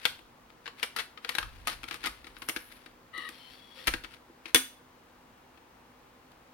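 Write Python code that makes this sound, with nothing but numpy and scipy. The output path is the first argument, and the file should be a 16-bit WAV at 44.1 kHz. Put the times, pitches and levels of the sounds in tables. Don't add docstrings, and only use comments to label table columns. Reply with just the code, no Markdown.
import sys
import numpy as np
from scipy import signal
from scipy.fft import rfft, irfft, next_fast_len
from scipy.io import wavfile

SR = 44100
rng = np.random.default_rng(int(sys.argv[2]) if len(sys.argv) > 2 else 0)


def int16_out(signal):
    q = np.round(np.clip(np.atleast_2d(signal).T, -1, 1) * 32767)
    wavfile.write(sys.argv[1], SR, q.astype(np.int16))


N = 288052

# f/Hz, left over right/dB
ROOM_BALANCE = [(60, -0.5), (400, -1.5), (1500, 4), (5000, 0.5), (12000, -5.5)]
CLOSE_BALANCE = [(60, 2), (380, -3.5), (700, 7), (1290, 6.5), (2400, 13.5), (4400, 9), (6500, -0.5),
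                 (9000, 1.5), (15000, -11.5)]
# f/Hz, level/dB
SHELL_SPECTRUM = [(140, -26), (300, -14.5), (680, -9.5), (850, -9.5), (1030, -5), (1230, 0), (1700, 2.5),
                  (2400, 2.5), (3500, -0.5), (4700, -4.5), (5800, -15), (7500, -22.5), (11000, -43)]
CRACK_SPECTRUM = [(3000, -6.5), (6000, -4.5), (7500, -11.5), (8800, -2), (10500, -3), (12500, -8),
                  (15500, -14), (17000, -32)]
# f/Hz, level/dB, t60/s
KNOCK_MODES = [(190, -12.5, 0.046), (262, -7.5, 0.063), (340, 0.5, 0.053), (495, -8.5, 0.072)]
# t/s, level/dB, relative crack/dB, ring of the spot hit f/Hz, shell t60/s, rebound/dB
CADDY_CONTACTS = [(0.053, -20, -10.5, 3260, 0.034, -14.5), (0.191, -43.5, -12, 960, 0.013, -22.5),
                  (0.502, -42.5, -32, 1290, 0.0098, -25), (0.657, -38, -21, 1670, 0.022, 0),
                  (0.677, -35.5, -22, 1136, 0.032, -22), (0.829, -24.5, -11.5, 2320, 0.039, -13),
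                  (0.962, -33.5, -8.5, 1315, 0.076, -21), (0.986, -33.5, -14, 3380, 0.055, -5.5),
                  (1.174, -43.5, -26, 1265, 0.042, -22), (1.247, -29, -20.5, 2430, 0.022, -29),
                  (1.291, -26, -11, 1896, 0.032, -34), (1.351, -28, -9.5, 3840, 0.029, -25),
                  (1.384, -22, -13, 1590, 0.025, -20), (1.428, -32, -18, 1256, 0.023, -20),
                  (1.672, -28.5, -3, 1215, 0.031, -1), (1.832, -37.5, -9, 1320, 0.02, 3.5),
                  (1.91, -31, -15, 1690, 0.027, -12), (1.942, -32.5, -7.5, 1220, 0.017, -16),
                  (2.039, -32, -15, 1410, .03, -1.5), (2.062, -32.5, -6.5, 1212, 0.038, 2),
                  (2.243, -43, -14, 1420, 0.027, -20), (2.268, -42, -11, 1530, 0.03, -12.5),
                  (2.366, -41, -25, 1490, 0.018, -7), (2.419, -38, -13, 1087, 0.049, -26),
                  (2.487, -31.5, 1, 2123, 0.03, 1.5), (2.562, -28.5, -10, 1656, 0.031, -13),
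                  (2.86, -43.5, -12.5, 1584, 0.029, -13), (3.177, -42.5, -3, 2000, 0.027, -22),
                  (3.289, -38.5, -2.5, 1890, 0.022, -31), (3.871, -26, -5, 1755, 0.043, 3),
                  (3.938, -25, -18, 1610, 0.026, -18), (4.037, -41.5, -14, 2240, 0.046, -1),
                  (4.456, -37, -20.5, 2517, 0.041, -21), (5.574, -52, -23, 2560, 0.029, -13),
                  (6.316, -53, -9, 1423, 0.026, -20)]


def from_db(db):
    return 10 ** (np.asarray(db) / 20)


def unit_rms(x):
    return x / np.sqrt(np.mean(x ** 2) + 1e-20)


def at_hz(points, hz):
    f, value = np.transpose(points)
    return np.interp(np.log(np.maximum(hz, 1)), np.log(f), value)


def pan(hz, balance=CLOSE_BALANCE):
    gains = from_db(np.array([[.5], [-.5]]) * at_hz(balance, hz))
    return gains / np.sqrt(np.mean(gains ** 2, axis=0))


def drift(rate_hz):
    size = next_fast_len(N, real=True)
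    f = np.fft.rfftfreq(size, 1 / SR)
    white = rfft(rng.standard_normal(size))
    return unit_rms(irfft(white / (1 + (f / rate_hz) ** 2), size)[:N])


def noise(spectrum, balance=CLOSE_BALANCE, right_lag_s=.00006):
    # f/Hz, correlation
    likeness = [(60, 0.77), (250, .93), (600, 0.36), (1300, 0.17), (3000, 0.33), (10000, 0.19)]
    size = next_fast_len(N)
    f = np.fft.rfftfreq(size, 1 / SR)
    mid, side = rfft(rng.standard_normal((2, size)))
    alike = at_hz(likeness, f)
    both = np.sqrt(1 + alike) * mid + np.sqrt(1 - alike) * side * [[1], [-1]]
    both[1] *= np.exp(-2j * np.pi * f * right_lag_s)
    coloured = both * from_db(at_hz(spectrum, f)) * pan(f, balance)
    return unit_rms(irfft(coloured, size)[:, :N])


def add(out, s, sound):
    i = int(s * SR)
    out[:, i:i + sound.shape[-1]] += sound[..., :N - i]


def decay(t, t60):
    return np.exp(-np.log(1000) * t / t60)


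def since(s):
    return np.maximum(np.arange(N) / SR - s, 0)


def stroke(start, end, db, fade_s, easing_db_per_s=0):
    elapsed, remaining = since(start), end - np.arange(N) / SR
    fade = np.clip(np.minimum(elapsed, remaining) / fade_s, 0, 1)
    return from_db(db - easing_db_per_s * elapsed) * fade


def mode(t, hz, t60, right_lag_s=.00006):
    t = np.maximum(t - np.array([[0], [right_lag_s]]), 0)
    return np.sin(2 * np.pi * hz * t) * decay(t, t60) * pan(hz)


def struck(t, modes, spread_db=2):
    return sum((-1) ** k * from_db(db + spread_db * rng.standard_normal()) * mode(t, hz, t60)
               for k, (hz, db, t60) in enumerate(modes))


def stick_slip(resonances, slips_per_s, spread_db, stereo_spread):
    slips = (rng.random(N) < slips_per_s / SR) * from_db(-spread_db * rng.standard_normal(N))
    slips = slips * (1 + stereo_spread * rng.standard_normal((2, N))) + 1e-18
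    out = 0
    for k, (hz, width, db) in enumerate(resonances):
        radius = np.exp(-np.pi * width / SR)
        feedback = [1, -2 * radius * np.cos(2 * np.pi * hz / SR), radius ** 2]
        ring = signal.lfilter([1 - radius, 0, radius - 1], feedback, slips)
        out = out + (-1) ** k * from_db(db) * ring * pan(hz)
    return unit_rms(out)


def room_air():
    # f/Hz, level/dB
    air_spectrum = [(15, -46.5), (25, -9.5), (175, -8.5), (200, -11), (256, -2), (285, -13), (394, -6),
                    (439, -24), (476, -5), (591, -11), (962, -7.5), (1520, -13), (7510, -30), (14400, -33),
                    (16000, -27)]
    return from_db(-58) * noise(air_spectrum, ROOM_BALANCE)


def hum(waver_rad=.6):
    # f/Hz, level/dB
    tones = [(59.5, -77.5), (120, -81.5), (253, -71.5), (312, -75.5), (458, -76)]
    t = np.arange(N) / SR
    return sum(from_db(db) * np.sqrt(2) * np.sin(2 * np.pi * hz * t + waver_rad * drift(4.7))
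               for hz, db in tones)


def spindle():
    # f/Hz, level/dB
    rush_spectrum = [(200, -29), (450, -8.5), (850, 12), (1300, -24.5), (2500, 0.5), (6000, -36)]
    # t/s, level/dB
    spin_up = [(4.7, -91.5), (5.2, -70.5), (5.9, -71.5), (6.5, -69.5)]
    level_db = np.interp(np.arange(N) / SR, *np.transpose(spin_up))
    return from_db(level_db) * noise(rush_spectrum, ROOM_BALANCE)


def room_echo(close, build_s=0.0015):
    # low f/Hz, high f/Hz, level/dB, t60/s
    bands = [(312, 1170, -8, 0.15), (701, 1780, -7.5, 0.23), (2546, 21000, -10.5, 0.351),
             (5900, 14000, -6.5, 0.21)]
    t = np.arange(SR // 2) / SR
    diffuse = noise([(1, 0), (SR, 0)], ROOM_BALANCE)
    response = 0
    for k, (low, high, db, t60) in enumerate(bands):
        bandpass = signal.butter(2, [low, high], "band", fs=SR, output="sos")
        band = signal.sosfilt(bandpass, diffuse[:, k * len(t):(k + 1) * len(t)])
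        shape = decay(t, t60) * (1 - np.exp(-(t / build_s) ** 2))
        response = response + from_db(db) * band * shape / np.sqrt(np.sum(shape ** 2))
    mono = close.sum(axis=0, keepdims=True) / np.sqrt(2)
    return signal.fftconvolve(mono, response, axes=1)[:, :N]


def bench(rise_s=0.0055):
    # t/s, level/dB, t60/s
    sways = [(0.04, -60, 1.8), (1.39, -47.5, 3.6), (3.875, -37.5, 0.46)]
    # t/s, level/dB, f/Hz, t60/s
    thumps = [(3.879, -33, 47.3, 0.18), (3.937, -45, 85.5, 0.15)]
    # f/Hz, level/dB
    rumble = [(12, -18), (28, -3.5), (46, 3.5), (75, -9.5), (130, -12.5), (400, -49.5)]
    sway = sum(from_db(db) * (1 - np.exp(-since(s) / rise_s)) * decay(since(s), t60)
               for s, db, t60 in sways)
    out = sway * noise(rumble, ROOM_BALANCE)
    t = np.arange(SR // 3) / SR
    for s, db, hz, t60 in thumps:
        add(out, s, from_db(db) * mode(t, hz, t60))
    return out


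def fingers():
    # t/s, level/dB
    bumps = [(0.191, -52), (4.297, -46.5)]
    out, t = np.zeros((2, N)), np.arange(SR // 6) / SR
    for s, db in bumps:
        add(out, s, from_db(db) * struck(t, KNOCK_MODES))
    return out


def gears(pitch_waver=0.0023, flutter_db=3.0):
    # start t/s, end t/s, f/Hz, level/dB
    squeals = [(3.307, 3.514, 3274, -65), (3.338, 3.527, 4230, -66.5), (3.382, 3.527, 3074, -57.5),
               (3.5, 3.57, 4550, -63), (3.554, 3.866, 3350, -62), (3.76, 3.84, 521, -54)]
    out, wander, flutter = np.zeros((2, N)), drift(28), drift(40)
    for start, end, hz, db in squeals:
        size = int((end - start) * SR)
        span = rng.integers(N - size) + np.arange(size)
        pitch_hz = hz * (1 + pitch_waver * wander[span])
        tone = np.sqrt(2) * np.sin(2 * np.pi * np.cumsum(pitch_hz) / SR)
        envelope = from_db(db + flutter_db * flutter[span]) * signal.windows.tukey(size, .5)
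        add(out, start, envelope * tone * pan(hz))
    return out


def loader(sag_per_s=0.16, wobble=0.00696, wobble_hz=45):
    # f/Hz, width/Hz, level/dB
    caddy_resonances = [(503, 30, -19), (1134, 36, -6), (1252, 18, -1), (1852, 87, -2.5), (1960, 44, 3.5),
                        (2340, 160, -26), (2926, 47, -5), (3370, 110, -17), (3860, 130, -10.5),
                        (4440, 200, -23), (9080, 86, -21.5)]
    rail_resonances = [(2040, 1800, -2.5), (3530, 530, 2.5), (4460, 390, -1.5), (5700, 250, -7.5),
                       (9600, 3000, -20)]
    # start t/s, end t/s, level/dB
    squeaks = [(3.125, 3.32, -34), (3.758, 3.858, -52)]
    # start t/s, end t/s, level/dB
    moves = [(3.175, 3.618, -55.5), (3.582, 3.794, -60.5), (3.745, 3.887, -50.5)]
    steady_squeak = stick_slip(caddy_resonances, slips_per_s=1500, spread_db=0.5, stereo_spread=0.6)
    rails = stick_slip(rail_resonances, slips_per_s=1900, spread_db=1, stereo_spread=1.0)
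    out = rails * sum(stroke(*move, fade_s=.045) for move in moves)
    samples = np.arange(N)
    for start, end, db in squeaks:
        from_middle_s = np.clip(samples / SR, start, end) - (start + end) / 2
        speed = 1 - sag_per_s * from_middle_s + wobble * drift(wobble_hz)
        squeak = np.array([np.interp(np.cumsum(speed) % N, samples, side) for side in steady_squeak])
        out += stroke(start, end, db, fade_s=0.055, easing_db_per_s=56) * squeak
    return out


def friction(lead_in_s=0.011, lead_in_db=-19, release_t60=0.087):
    # slip t/s, swell/s, level/dB
    scrapes = [(0.04, 0.14, -49), (0.8, 0.018, -46), (1, 0.012, -30), (1.325, 0.016, -45),
               (1.702, 0.017, -32.5), (1.727, .005, -36.5), (1.885, .006, -42.5), (1.926, 0.0043, -39.5),
               (1.951, .008, -41.5), (2.06, 0.021, -35), (2.364, 0.026, -52), (2.72, 0.024, -49),
               (4.142, 0.035, -51), (4.487, 0.012, -44)]
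    lead_ins = [(s, lead_in_s, db + lead_in_db) for s, db, *_ in CADDY_CONTACTS]
    gain, t = stroke(1.15, 2.97, db=-61, fade_s=0.19), np.arange(N) / SR
    for s, swell_s, db in scrapes + lead_ins:
        span = slice(max(int(s * SR) - SR // 5, 0), int(s * SR) + SR // 5)
        swell = np.exp(np.minimum(t[span] - s, 0) / swell_s)
        release = decay(np.maximum(t[span] - s, 0), release_t60)
        gain[span] = np.maximum(gain[span], from_db(db) * swell * release)
    return gain


def rubbing(grain_db=3.5, grain_hz=110, hiss_db=-10):
    grains = unit_rms(from_db(grain_db * drift(grain_hz)))
    body = friction() * (noise(SHELL_SPECTRUM) + from_db(hiss_db) * noise(CRACK_SPECTRUM))
    shutter = stick_slip([(9840, 550, 7), (11700, 3800, 1)],
                         slips_per_s=2100, spread_db=2, stereo_spread=0.88)
    return grains * (body + stroke(2.3, 2.824, db=-61, fade_s=0.13) * shutter)


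def spot_ring(t, hz, t60, split=0.05):
    below, above = np.abs(rng.normal(split, split / 2, 2))
    neighbours = mode(t, hz * (1 - below), t60) - mode(t, hz * (1 + above), t60)
    return (mode(t, hz, t60) + .5 * neighbours) / np.sqrt(3 / 2)


def with_rebounds(contacts, delay_s, dulling_db=-6.5):
    for s, db, bright_db, hz, t60, rebound_db in contacts:
        yield s, db, bright_db, hz, t60
        yield s + delay_s, db + rebound_db, bright_db + dulling_db, hz, t60


def blows(touches, shell_db, knock_db, crack_db, ring_db, cavity_db, ring_length, crack_length,
          hard_rise_s, hard_db=-18):
    # f/Hz, level/dB, t60/s
    cavity_modes = [(486, 2.5, 0.081), (810, -4, 0.095), (1091, -11, 0.033)]
    out, t = np.zeros((2, N)), np.arange(SR // 6) / SR
    shell, crack = noise(SHELL_SPECTRUM), noise(CRACK_SPECTRUM)
    for s, db, bright_db, hz, t60 in touches:
        softness_db = hard_db - db
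        attack = 1 - np.exp(-t / (hard_rise_s * from_db(.5 * softness_db)))
        coupling_db = np.interp(s, [1.25, 2.12], [-23.5, -5])
        span = (int(s * SR) + np.arange(len(t))) % N
        hit = from_db(shell_db) * shell[:, span] * decay(t, t60)
        hit += from_db(crack_db + bright_db) * crack[:, span] * decay(t, t60 * crack_length)
        hit += from_db(ring_db - 0.17 * softness_db) * spot_ring(t, hz, t60 * ring_length)
        hit += from_db(knock_db + coupling_db) * struck(t, KNOCK_MODES)
        hit += from_db(cavity_db) * struck(t, cavity_modes)
        add(out, s, from_db(db) * attack * hit)
    highpass = signal.butter(2, 92, "high", fs=SR, output="sos")
    return signal.sosfilt(highpass, out + 1e-18)


def flap():
    landing = [(4.5458, -13.5, 0.0019, 3447, 0.047, -6)]
    # f/Hz, level/dB, t60/s
    steel_modes = [(262.4, 2.5, 0.21), (1240, -4, 0.13), (1448, -5, 0.16), (1846, -4, 0.21),
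                   (2583, -1, .24), (3405, -15.5, 0.19), (6177, -5, .16), (6570, -2, .16),
                   (8650, -7.5, 0.19), (9320, -1, 0.159), (10400, -5, 0.15)]
    out = blows(with_rebounds(landing, delay_s=.0127),
                shell_db=-0.5, knock_db=-4.5, crack_db=6.5, ring_db=-1.0, cavity_db=-27.5,
                ring_length=1, crack_length=0.61, hard_rise_s=0.0001)
    add(out, landing[0][0], from_db(-33.5) * struck(np.arange(SR // 2) / SR, steel_modes))
    return out


def caddy():
    return blows(with_rebounds(CADDY_CONTACTS, delay_s=.0072),
                 shell_db=5.5, knock_db=-1, crack_db=9.0, ring_db=5.0, cavity_db=-18.5,
                 ring_length=0.97, crack_length=0.77, hard_rise_s=0.00034)


def scene():
    close = caddy() + flap() + fingers() + rubbing() + loader() + gears()
    return close + room_echo(close) + bench() + hum() + spindle() + room_air()


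def record(dry, ceiling=.9, cutoff_hz=16300):
    lowpass = signal.ellip(10, .2, 70, cutoff_hz, fs=SR, output="sos")
    return signal.sosfilt(lowpass, ceiling * np.tanh(dry / ceiling))


dry = scene()
out = record(dry)
int16_out(out)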